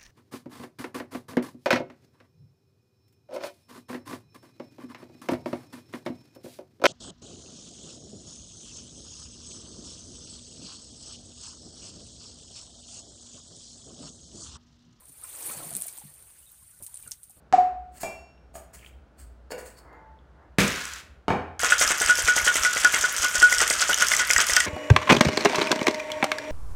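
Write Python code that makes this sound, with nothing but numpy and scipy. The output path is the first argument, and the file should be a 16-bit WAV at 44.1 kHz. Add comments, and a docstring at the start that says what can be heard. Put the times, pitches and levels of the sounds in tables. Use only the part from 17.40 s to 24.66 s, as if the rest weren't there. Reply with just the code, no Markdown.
"""Ice in a steel shaker

A tiled kitchen from a chest microphone. A jar knocks on a stone counter; steel lids slide, clink and
are fitted. A palm slaps the shaker shut; it is set down, then shaken hard. The load lands at lid and
base in turn: ice cracks on the wall, the tin rings, chips and liquid rattle between the blows.
Knocks are filtered bursts plus decaying modes; friction and rattle are filtered random clicks."""
import sys
import numpy as np
from scipy import signal
from scipy.io import wavfile
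from scipy.ndimage import uniform_filter1d

SR = 44100
rng = np.random.default_rng(int(sys.argv[2]) if len(sys.argv) > 2 else 0)


def unload_wav(signal):
    """Save mono or channel-first audio to the path in sys.argv[1] as 16-bit WAV at rate SR, clipped to [-1, 1]."""
    wavfile.write(
        sys.argv[1],
        SR,
        np.round(np.clip(np.atleast_2d(signal).T, -1, 1) * 32767).astype(np.int16),
    )


N = 320166

# Knocks: t/s, level/dB
JAR_HITS = [(.1265, -2.5)]
CLINK_HITS = [(0.6322, -19)]
CUP_HITS = [(0.634, -19), (1.142, -43), (1.154, -31)]
FIT_HITS = [(2.106, -24), (2.12, -18), (2.18, -24), (2.53, -40)]
SLAP_HITS = [(3.1838, -28), (3.186, -1.5)]
CRACK_HITS = [(3.2041, -10), (3.2794, -14), (3.3598, -21), (3.4052, -25), (3.454, -19), (3.5354, -22),
              (4.1943, -20), (4.2342, -10), (4.3071, -17), (4.3215, -15), (4.3824, -11), (4.3949, -7),
              (4.4123, -9), (4.4218, -4), (4.4767, -6), (4.5096, -9), (4.6179, -23), (4.6179, -7),
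              (4.6463, -21), (4.6613, -6.5), (4.7545, -8.5), (4.8483, -13), (4.8838, -11), (4.9646, -10),
              (5.1397, -19), (5.1561, -9), (5.1676, -7), (5.2345, -8), (5.3327, -10), (5.3871, -15),
              (5.434, -17), (5.447, -2.5), (5.5238, -14), (5.6111, -9), (5.7648, -9.5), (5.8226, -8),
              (5.8835, -13), (5.9558, -9), (5.9818, -12), (5.9997, -8), (6.0262, -7), (6.0975, -11.5),
              (6.1249, -8.5), (6.1833, -5.5), (6.2781, -8), (6.301, -3), (6.4123, -11), (6.4956, -12),
              (6.5295, -11), (6.5435, -3.5), (6.5764, -12), (6.5854, -10), (6.6228, -5.5), (6.6692, -9),
              (6.6847, -6), (6.7171, -12), (6.735, -7), (6.7485, -10), (6.766, -5.5), (6.7964, -8.5),
              (6.9101, -12), (6.9101, -2.5), (6.9341, -1.5), (6.963, -6), (6.981, -3), (7.0683, -12),
              (7.1346, -2.5), (7.1651, 1.5), (7.203, -17), (7.203, -5.5)]
SET_DOWN_HITS = [(3.882, -2), (3.904, -3)]
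# Contact spectra: f/Hz, density/dB
JAR_THUD = [(100, -52), (300, -6.5), (600, -6), (1200, -6), (2000, -17), (4300, -22), (7500, -27.5),
            (16000, -65.5)]
FIT_THUD = [(120, -28), (500, 5), (1300, -15), (1510, -6.5), (3040, -21.5), (6500, -32)]
SLAP_THUD = [(29, -54), (50, -2), (200, 2.5), (330, -4.5), (700, -8.5), (900, -15), (2440, -10),
             (2950, -17), (7570, -23.5), (16000, -34)]
SET_DOWN_THUD = [(29, -59), (50, -37), (85, -1), (240, -5.5), (765, -5), (1100, -12), (1820, -18.5),
                 (7570, -47.5), (16000, -65)]
LOAD_THUD = [(60, -3), (200, 0), (550, 14), (1000, 6.5), (2000, -3.5), (5000, -22)]
# Noise spectra: f/Hz, density/dB
AIR_COLOUR = [(60, -23), (120, -3), (270, -10), (650, -12), (1140, -20.5), (1430, -16.5), (1900, -27),
              (6000, -40), (15000, -58.5)]
RUMBLE_COLOUR = [(15, -34), (40, -36), (59, 12), (75, 2), (110, -18.5), (200, -63)]
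STEEL_COLOUR = [(880, -2), (1500, -1), (1610, 2), (3380, -7.5), (3770, -13), (4460, -7), (5540, -8),
                (8000, 1.5), (13000, -11.5), (16000, -1.5)]
RUB_COLOUR = [(90, -71), (300, 2.5), (435, -2.5), (871, 2.5), (1170, -2), (2100, -8), (2500, -32),
              (8000, -73)]
SETTLE_COLOUR = [(120, -43), (200, -48), (1100, -7), (1500, -0.5), (1770, -5), (2020, -4), (6280, -14),
                 (16000, -29)]
CHIP_COLOUR = [(1500, -30.5), (3200, 0.5), (4000, -9.5), (5000, -3), (6300, 5.5), (8500, -2.5),
               (11000, -10), (16000, -22)]
SLUSH_COLOUR = [(100, -39), (250, -15.5), (600, -3.5), (900, -7.5), (1300, 1.5), (2000, 1.5), (2500, 2),
                (3200, 3.5), (3900, -5), (7000, -39.5)]
SPRAY_COLOUR = [(4000, -39), (7000, -35), (10000, 13.5), (13000, 12), (16000, 1)]
# Struck modes: f/Hz, level/dB, t60/s
JAR_MODES = [(279.5, -9, 0.061), (376, -9, 0.12)]
CUP_MODES = [(2360, 0, .3), (2729, -6, .65), (4522, -17, .4), (5173, -18, .5), (5484, -23, .95),
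             (6562, -24, .7), (6831, -9, .33), (7068, -20, .45), (8300, -22, .3), (10260, -25, .4),
             (11620, -28, .25)]
STONE_MODES = [(387, -4.5, 0.079), (680, 2.5, 0.075), (750, 4.5, 0.024)]
OPEN_TIN_MODES = [(515, 0, 0.056), (985, -12.5, .15), (1477.5, -14.5, 0.62), (2770, -23, 0.12),
                  (4480, -18, 0.042), (6900, -15, 0.039)]
FULL_TIN_MODES = [(83, -12, 0.63), (2250, -18, 0.38)]
# Swells: peak t/s, level/dB, rise/s, t60/s
RUMBLE_SWELLS = [(1.53, -47, 0.047, 0.16), (1.88, -43.5, 0.056, 0.33), (3.752, -50, 0.083, 0.24)]
RUB_SWELLS = [(2.2, -49, .01, 0.35), (2.536, -48.5, 0.19, 1), (3.036, -56, 0.11, 0.49)]
# Envelopes, lists of: t/s, level/dB
CREAK_CURVES = [
    [(1.36, -70), (1.41, -57), (1.49, -54.5), (1.56, -88)],
]
SETTLE_CURVES = [
    [(3.19, -15), (3.25, -20), (3.59, -33.5), (3.8, -103)],
]
# Jar cavity: t/s, level/dB, f/Hz, t60/s
JAR_AIR = [(.128, -13, 778, 0.25), (.134, 1, 740, 0.078), (.176, -6, 730.3, 0.19)]
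# Room decay: f/Hz, t60/s
ROOM_DECAY = [(100, 0.4), (600, 0.53), (2000, 0.57), (6000, 0.37), (14000, 0.35)]
# Lid slides: peak t/s, level/dB, rise/s, t60/s, ring/dB, ring tilt/(dB/octave)
SLIDES = [(0.582, -46, 0.052, 0.081, -9, -5), (0.616, -37, 0.018, 0.14, 4, 0),
          (1.159, -46, 0.02, 0.24, 1, 8), (1.343, -43.5, 0.013, 0.29, -8, 8),
          (1.477, -54.5, 0.059, 0.13, -15, 9), (1.80, -49, 0.024, 0.25, -6.5, -1),
          (2.121, -37, 0.016, 0.063, -6.5, -18), (2.189, -41, 0.013, 0.23, -8, -11),
          (2.265, -44, 0.016, 0.24, -11, -4), (2.39, -52, 0.034, 0.11, -7, -26)]
# Lid modes: f/Hz, width/Hz, level/dB
LID_MODES = [(4500, 110, -6), (5150, 60, -5), (6842, 60, -2), (7570, 40, -4), (8260, 90, 0), (9320, 50, -5),
             (10300, 50, -6), (10850, 90, -9), (12100, 60, -8), (13200, 50, -7)]
# Pitched taps: t/s, level/dB, f/Hz
TICKS = [(0.978, -53, 2730), (2.7894, -52, 3380)]
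CLANKS = [(4.3211, -9, 1700), (4.414, -13, 2050), (4.9788, -13, 1980), (5.0769, -8.5, 1810),
          (5.1578, -16.5, 2020), (5.2502, -13, 2000), (5.369, -15, 2010), (5.4487, -10, 1700),
          (5.5414, -12, 2090), (6.0187, -14, 1870), (6.1262, -11.5, 2010), (6.2038, -12.5, 1900),
          (6.3087, -15, 2060), (6.5315, -11.5, 2980), (6.6204, -18, 1940), (6.7168, -10.5, 2080),
          (6.7375, -11.5, 1990), (6.9036, -8.5, 2120), (6.9629, -6, 1885), (7.0977, -15, 1950),
          (7.1665, -7.5, 1810), (7.2047, -9, 1930)]
# Faint tones: start/s, end/s, f/Hz, level/dB
HUMS = [(2.53, 2.8, 878, -51), (2.48, 2.62, 2090, -58)]
# Load landings, lid and base in turn: t/s, slush/dB, chips/dB, thump/dB, ring/dB, ring t60/s
STROKES = [(4.236, -18.5, -22, -20, -19, 0.059), (4.3206, -18.5, -20.5, -28, -4.5, 0.024),
           (4.415, -19, -18.5, -19.5, -39, 0.043), (4.509, -19.5, -20.5, -18.5, -19, 0.025),
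           (4.615, -23, -22.5, -21.5, -16.5, 0.03), (4.695, -17, -18.5, -23.5, -7.5, 0.092),
           (4.79, -30, -20.5, -25.5, -42, .05), (4.884, -17.5, -20.5, -27, -11.5, 0.14),
           (4.968, -23, -23, -19.5, -22, 0.073), (5.073, -20, -18.5, -25.5, -14, 0.11),
           (5.159, -21.5, -24.5, -23.5, -30, 0.06), (5.25, -21.5, -18.5, -29, -15.5, 0.15),
           (5.366, -29, -24.5, -27, -20.5, 0.033), (5.4486, -20.5, -25, -22, -5.5, 0.047),
           (5.544, -20, -20, -22.5, -39, 0.055), (5.640, -24.5, -21.5, -25.5, -11, 0.053),
           (5.765, -51, -30, -43, -47, 0.055), (5.839, -21.5, -20.5, -24.5, -19.5, 0.18),
           (5.954, -28, -22.5, -28, -20, 0.075), (6.0264, -20, -19, -19.5, -4.5, 0.14),
           (6.126, -29, -22, -23, -37, 0.033), (6.2207, -17.5, -17.5, -20, -21, 0.12),
           (6.309, -24.5, -20.5, -20, -38, 0.036), (6.421, -19, -21, -32, -14.5, 0.025),
           (6.4956, -23, -22.5, -18, -14.5, 0.037), (6.6225, -17, -17.5, -29, -9.5, 0.026),
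           (6.7176, -25, -21.5, -23, -19, 0.032), (6.801, -20, -20, -48, -18.5, 0.083),
           (6.905, -26, -24, -23, -16.5, 0.024), (7.004, -15.5, -18, -49, -19, 0.061),
           (7.098, -24, -18.5, -26, -30, 0.13), (7.166, -19, -24, -28, -12.5, 0.082)]
# Rattle shape at lid, at base: lag/s, rise/s, fall/s
SLUSH_SURGE = [(0.0095, 0.0067, 0.021), (0.0022, 0.012, 0.014)]
CHIP_SURGE = [(0.0038, 0.015, 0.017), (0.0013, 0.017, 0.01)]
# Treble flares: t/s
FLARES = [4.197, 4.385, 4.58, 4.76, 4.966, 5.141, 5.334, 5.525, 5.72, 5.884, 6.098, 6.278, 6.495, 6.67,
          6.872, 7.068]
# Jolt strength: t/s, level/dB
JOLT_CURVE = [(4.3, -42), (4.88, -25.5), (5.45, -40), (6.03, -30.5), (6.6, -50), (7.0, -29), (7.2, -31)]

TIN_HZ, SHAKE_START_S = 1458.3, 4.193


def amp(db):
    """Decibels to gain."""
    return 10 ** (np.asarray(db) / 20)


def unit_rms(x):
    """Scales to rms 1."""
    return x / np.sqrt(np.mean(x ** 2) + 1e-20)


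def at_hz(points, hz):
    """Interpolates over log frequency."""
    f, value = np.transpose(points)
    return np.interp(np.log(hz + 1), np.log(f + 1), value)


def envelope(curves):
    """Smoothed gain from dB curves, silent outside them."""
    t, out = np.arange(N) / SR, np.zeros(N)
    for rows in curves:
        s, db = np.transpose(rows)
        out += amp(np.interp(t, s, db, -200, -200))
    return uniform_filter1d(out, size=60)


def swells(rows):
    """Gain with Gaussian rises and exponential decays."""
    t, out = np.arange(0, N, 32) / SR, 0
    for s, db, rise_s, t60_s in rows:
        out = out + amp(db - np.where(t < s, 20 * ((s - t) / rise_s) ** 2, 60 * (t - s) / t60_s))
    return np.interp(np.arange(N) / SR, t, out)


def colour(x, spectrum):
    """Minimum-phase filter of unit energy."""
    half = np.log(amp(np.maximum(at_hz(spectrum, np.fft.rfftfreq(8192, 1 / SR)), -100)))
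    log_gain = np.concatenate([half, half[-2:0:-1]])
    taps = np.fft.ifft(np.exp(log_gain - 1j * signal.hilbert(log_gain).imag)).real[:4096]
    return signal.oaconvolve(x, taps / np.linalg.norm(taps))[:len(x)]


def resonate(x, hz, width_hz):
    """Two-pole resonance, peak gain 1."""
    return signal.lfilter(*signal.iirpeak(hz, hz / width_hz, SR), x)


def add(mix, s, sound):
    """Mixes a sound in at s seconds."""
    part = mix[round(s * SR):][:len(sound)]
    part += sound[:len(part)]


def grit(per_s, spread_db):
    """Random clicks, a few large."""
    size = amp(spread_db * np.minimum(rng.exponential(1, N), 3.8)) * rng.choice([-1, 1], N)
    return unit_rms(size * (rng.random(N) < per_s / SR))


def crunch(per_s, spread_db, decay_s):
    """Random noise bursts: ice grinding as it hits."""
    bursts = signal.lfilter([1], [1, -np.exp(-1 / (decay_s * SR))], abs(grit(per_s, spread_db)))
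    return unit_rms(bursts * rng.standard_normal(N))


def ring(hz, t60_s, rise_s=0.00012, choke=1):
    """One decaying mode; choke > 1 holds it, then cuts it short."""
    t = np.arange(round(SR * min(t60_s, 1))) / SR
    return amp(-60 * (t / t60_s) ** choke) * (1 - np.exp(-t / rise_s)) * np.sin(2 * np.pi * hz * t)


def cluster(hz, octaves, t60_s):
    """Wall modes around hz, struck together."""
    return sum(ring(hz * 2 ** shift, t60_s, rise_s=0.00049) for shift in octaves)


def wall_grains(gain, per_s, band_hz, t60_s):
    """Each small collision rings one patch of the wall."""
    pitches, out = np.geomspace(*band_hz, num=10), np.zeros(N)
    hits = gain * grit(per_s, 4.2)
    patch = rng.integers(len(pitches), size=N)
    for k, hz in enumerate(pitches):
        out += signal.oaconvolve(hits * (patch == k), unit_rms(ring(hz, t60_s, rise_s=0.0001)))[:N]
    return out


def knocks(hits, thud, thud_db, contact_s, modes=(), ring_db=0, click=1):
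    """Coloured click and contact noise, plus modes; click is the click-to-noise ratio."""
    contacts, rings, t = np.zeros(N), np.zeros(N), np.arange(2000) / SR
    for s, db in hits:
        burst = rng.standard_normal(len(t)) * np.exp(-t / contact_s)
        burst[0] = click * np.linalg.norm(burst)
        add(contacts, s, amp(db + thud_db) * burst / np.linalg.norm(burst))
        for hz, mode_db, t60_s in modes:
            add(rings, s, amp(db + ring_db + mode_db) * ring(hz, t60_s))
    return colour(contacts, thud) + rings


def room_noise():
    """Steady air and a swelling low rumble."""
    air = amp(-59.5) * colour(rng.standard_normal(N), AIR_COLOUR)
    rumble = (amp(-54) + swells(RUMBLE_SWELLS)) * colour(rng.standard_normal(N), RUMBLE_COLOUR)
    return air + rumble


def jar_down():
    """Hard, flat blow of a jar on stone."""
    return knocks(JAR_HITS, JAR_THUD, 1.6, contact_s=0.0005, modes=JAR_MODES, ring_db=-17, click=4)


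def jar_hollow():
    """The jar's cavity sounds as it rocks."""
    out = np.zeros(N)
    for s, db, hz, t60_s in JAR_AIR:
        add(out, s, amp(db) * ring(hz, t60_s, rise_s=0.0057))
    return out


def kitchen_reverb(x):
    """Sparse reflections of random sign; each band decays at its own rate."""
    taps, slots = np.zeros(SR), np.arange(80, SR - 20, 20)
    taps[slots + rng.integers(0, 20, len(slots))] = rng.choice([-1., 1.], len(slots))
    hz, t, bands = signal.stft(taps, SR, nperseg=256)
    decay = amp(-60 * t / at_hz(ROOM_DECAY, hz)[:, None])
    tail = signal.istft(bands * decay, SR, nperseg=256)[1]
    return signal.fftconvolve(x, tail / np.linalg.norm(tail))[:N]


def lid_slides():
    """Rough contact hisses and drives the lid's modes; each grip damps them differently."""
    friction, out = grit(6000, 3.2), np.zeros(N)
    modes = np.array([amp(db) * resonate(friction, hz, width_hz) for hz, width_hz, db in LID_MODES])
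    modes /= np.std(modes.sum(0))
    hiss = amp(-3.5) * colour(friction, STEEL_COLOUR)
    octaves = np.log2(np.array(LID_MODES)[:, 0] / LID_MODES[2][0])
    for *shape, ring_db, tilt_db in SLIDES:
        grip_db = -14 * rng.random(len(LID_MODES))
        singing = amp(ring_db + grip_db + tilt_db * octaves) @ modes
        out += swells([shape]) * (hiss + singing)
    return out


def cup_clink():
    """A tap rings a steel cup's high modes."""
    return knocks(CLINK_HITS, STEEL_COLOUR, 7.8, contact_s=0.0017, modes=CUP_MODES, ring_db=-20.5)


def cup_down():
    """The cup knocks on stone: low, short modes."""
    return knocks(CUP_HITS, JAR_THUD, 9.4, contact_s=0.0029, modes=STONE_MODES, ring_db=-10.5)


def ticks():
    """Faint ticks, one mode each."""
    out = np.zeros(N)
    for s, db, hz in TICKS:
        add(out, s, amp(db) * ring(hz, t60_s=0.011, rise_s=0.00016))
    return out


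def creak():
    """A brief run of tiny pitched clicks."""
    return amp(-27.5) * wall_grains(envelope(CREAK_CURVES), 270, band_hz=(1840, 3340), t60_s=0.011)


def lid_fit():
    """The lid knocks on the open tin and rings it."""
    return knocks(FIT_HITS, FIT_THUD, 9.3, contact_s=0.0048, modes=OPEN_TIN_MODES, ring_db=-15)


def hand_rub():
    """Dull friction of hands on the tin."""
    return amp(-3) * swells(RUB_SWELLS) * colour(rng.standard_normal(N), RUB_COLOUR)


def hums():
    """Two faint tones swell and fade."""
    out = np.zeros(N)
    for start_s, end_s, hz, db in HUMS:
        t = np.arange(round((end_s - start_s) * SR)) / SR
        add(out, start_s, amp(db) * np.sqrt(np.hanning(len(t))) * np.sin(2 * np.pi * hz * t))
    return out


def palm_slap():
    """A flat blow shuts the shaker; one low mode rings."""
    modes = [(204.3, 0.0026, 0.31)]
    return knocks(SLAP_HITS, SLAP_THUD, 12.9, contact_s=0.0032, modes=modes, ring_db=-30, click=4)


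def ice_settle():
    """Ice shifts in the tin: dense grit, sparse bright chips."""
    dense = amp(-9.5) * colour(grit(2500, 1.3), SETTLE_COLOUR)
    chips = amp(-20) * colour(grit(200, 2.7), CHIP_COLOUR)
    return envelope(SETTLE_CURVES) * (dense + chips)


def ice_cracks(chink_hz=6380):
    """Brief ice-on-steel contacts: a bright burst and a three-mode chink."""
    out = knocks(CRACK_HITS, CHIP_COLOUR, 6.8, contact_s=0.0018, click=0.9)
    out += knocks(CRACK_HITS, SPRAY_COLOUR, -5.5, contact_s=0.0018, click=0.9)
    for s, db in CRACK_HITS:
        octaves = rng.uniform(-0.406, 0.457, 3)
        add(out, s, amp(db - 10) * cluster(chink_hz, octaves, t60_s=0.016))
    return out


def shaker_down():
    """The full tin knocks twice on the counter."""
    return knocks(SET_DOWN_HITS, SET_DOWN_THUD, 12.7, contact_s=0.0026,
                  modes=FULL_TIN_MODES, ring_db=-18.5)


def surge(shapes, column, floor_db):
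    """Rattle gain: each stroke throws the load against an end."""
    t, power = np.arange(0, N, 32) / SR, amp(floor_db) ** 2
    for k, stroke in enumerate(STROKES):
        lag_s, rise_s, fall_s = shapes[k % 2]
        late_s = t - stroke[0] - lag_s
        width_s = np.where(late_s < 0, rise_s, fall_s)
        power = power + amp(stroke[column]) ** 2 * np.exp(-0.5 * (late_s / width_s) ** 2)
    return np.repeat(np.sqrt(power) * (t > SHAKE_START_S), 32)[:N]


def rattle():
    """Dull slush and bright chips strike the wall; the slush also drives the tin's mode."""
    slush_gain = surge(SLUSH_SURGE, column=1, floor_db=-28.5)
    chip_gain = surge(CHIP_SURGE, column=2, floor_db=-30)
    slush = slush_gain * grit(1800, 2.5)
    chips = chip_gain * crunch(350, 3.5, decay_s=0.0026)
    out = amp(-7) * colour(chips, CHIP_COLOUR) + amp(-9.5) * colour(slush, SLUSH_COLOUR)
    out += amp(-27) * wall_grains(chip_gain, 650, band_hz=(4750, 8660), t60_s=0.0022)
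    out += amp(-36) * wall_grains(slush_gain, 500, band_hz=(1240, 2130), t60_s=0.012)
    return out + amp(8.5) * resonate(slush, TIN_HZ, width_hz=114)


def spray(db=-41, rise_s=0.0035, t60_s=0.6):
    """Fine treble flares once a swing, as the load flies toward the lid."""
    gain = swells([(s, db, rise_s, t60_s) for s in FLARES])
    return gain * colour(crunch(300, 3.7, decay_s=0.00098), SPRAY_COLOUR)


def load_thumps(lead_s=0.00295):
    """The load lands: long contact, dull thud."""
    hits = [(s - lead_s, thump_db) for s, _, _, thump_db, *_ in STROKES]
    return knocks(hits, LOAD_THUD, 18.2, contact_s=0.011)


def tin_ring(spread=0.007):
    """Each landing rings the wall; hands and liquid choke all modes but the lowest."""
    out = np.zeros(N)
    for s, *_, db, t60_s in STROKES:
        hz = TIN_HZ * (1 + spread * rng.uniform(-0.059, 1))
        add(out, s, amp(db) * ring(hz, max(t60_s, 0.03), rise_s=0.0011, choke=1.65))
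    return out


def mic_jolts(hz=55, width_s=0.005, lead_s=0.0367):
    """The arms jolt the diaphragm just before each landing at the base."""
    out, t = np.zeros(N), np.arange(-2000, 2000) / SR
    swing = np.exp(-0.5 * (t / width_s) ** 2) * -np.sin(2 * np.pi * hz * t)
    for s, *_ in STROKES[1::2]:
        db = np.interp(s, *np.transpose(JOLT_CURVE))
        add(out, s - lead_s + t[0], amp(db) * swing)
    return out


def cube_clanks():
    """Big cubes knock the held wall: a main mode and five around it."""
    out = np.zeros(N)
    for s, db, hz in CLANKS:
        octaves = rng.uniform(-0.448, 0.81, 5)
        add(out, s, amp(db) * ring(hz, t60_s=0.03, rise_s=0.00026))
        add(out, s, amp(db - 8.5) * cluster(hz, octaves, t60_s=0.021))
    return out


def scene():
    """The counter is far and wet; the shaker at the chest is near and dry."""
    counter = jar_down() + cup_clink() + palm_slap() + shaker_down() + cup_down() + lid_fit()
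    handling = lid_slides() + ice_settle() + hand_rub() + creak() + ticks() + jar_hollow() + hums()
    shaker = ice_cracks() + cube_clanks() + tin_ring() + rattle() + spray() + load_thumps()
    wet = kitchen_reverb(amp(2) * counter + amp(-8) * handling + amp(-11) * shaker)
    return (counter + handling + shaker + wet + room_noise() + mic_jolts())[None]


def record(dry):
    """Soft overload, then a 15.9 kHz low-pass."""
    clipped = 1.27 * np.tanh(dry / 1.32)
    lowpass = signal.firwin(511, 15900, window=("kaiser", 9), fs=SR)
    return signal.oaconvolve(clipped, lowpass[None], "same")


dry = scene()
out = record(dry)
unload_wav(out)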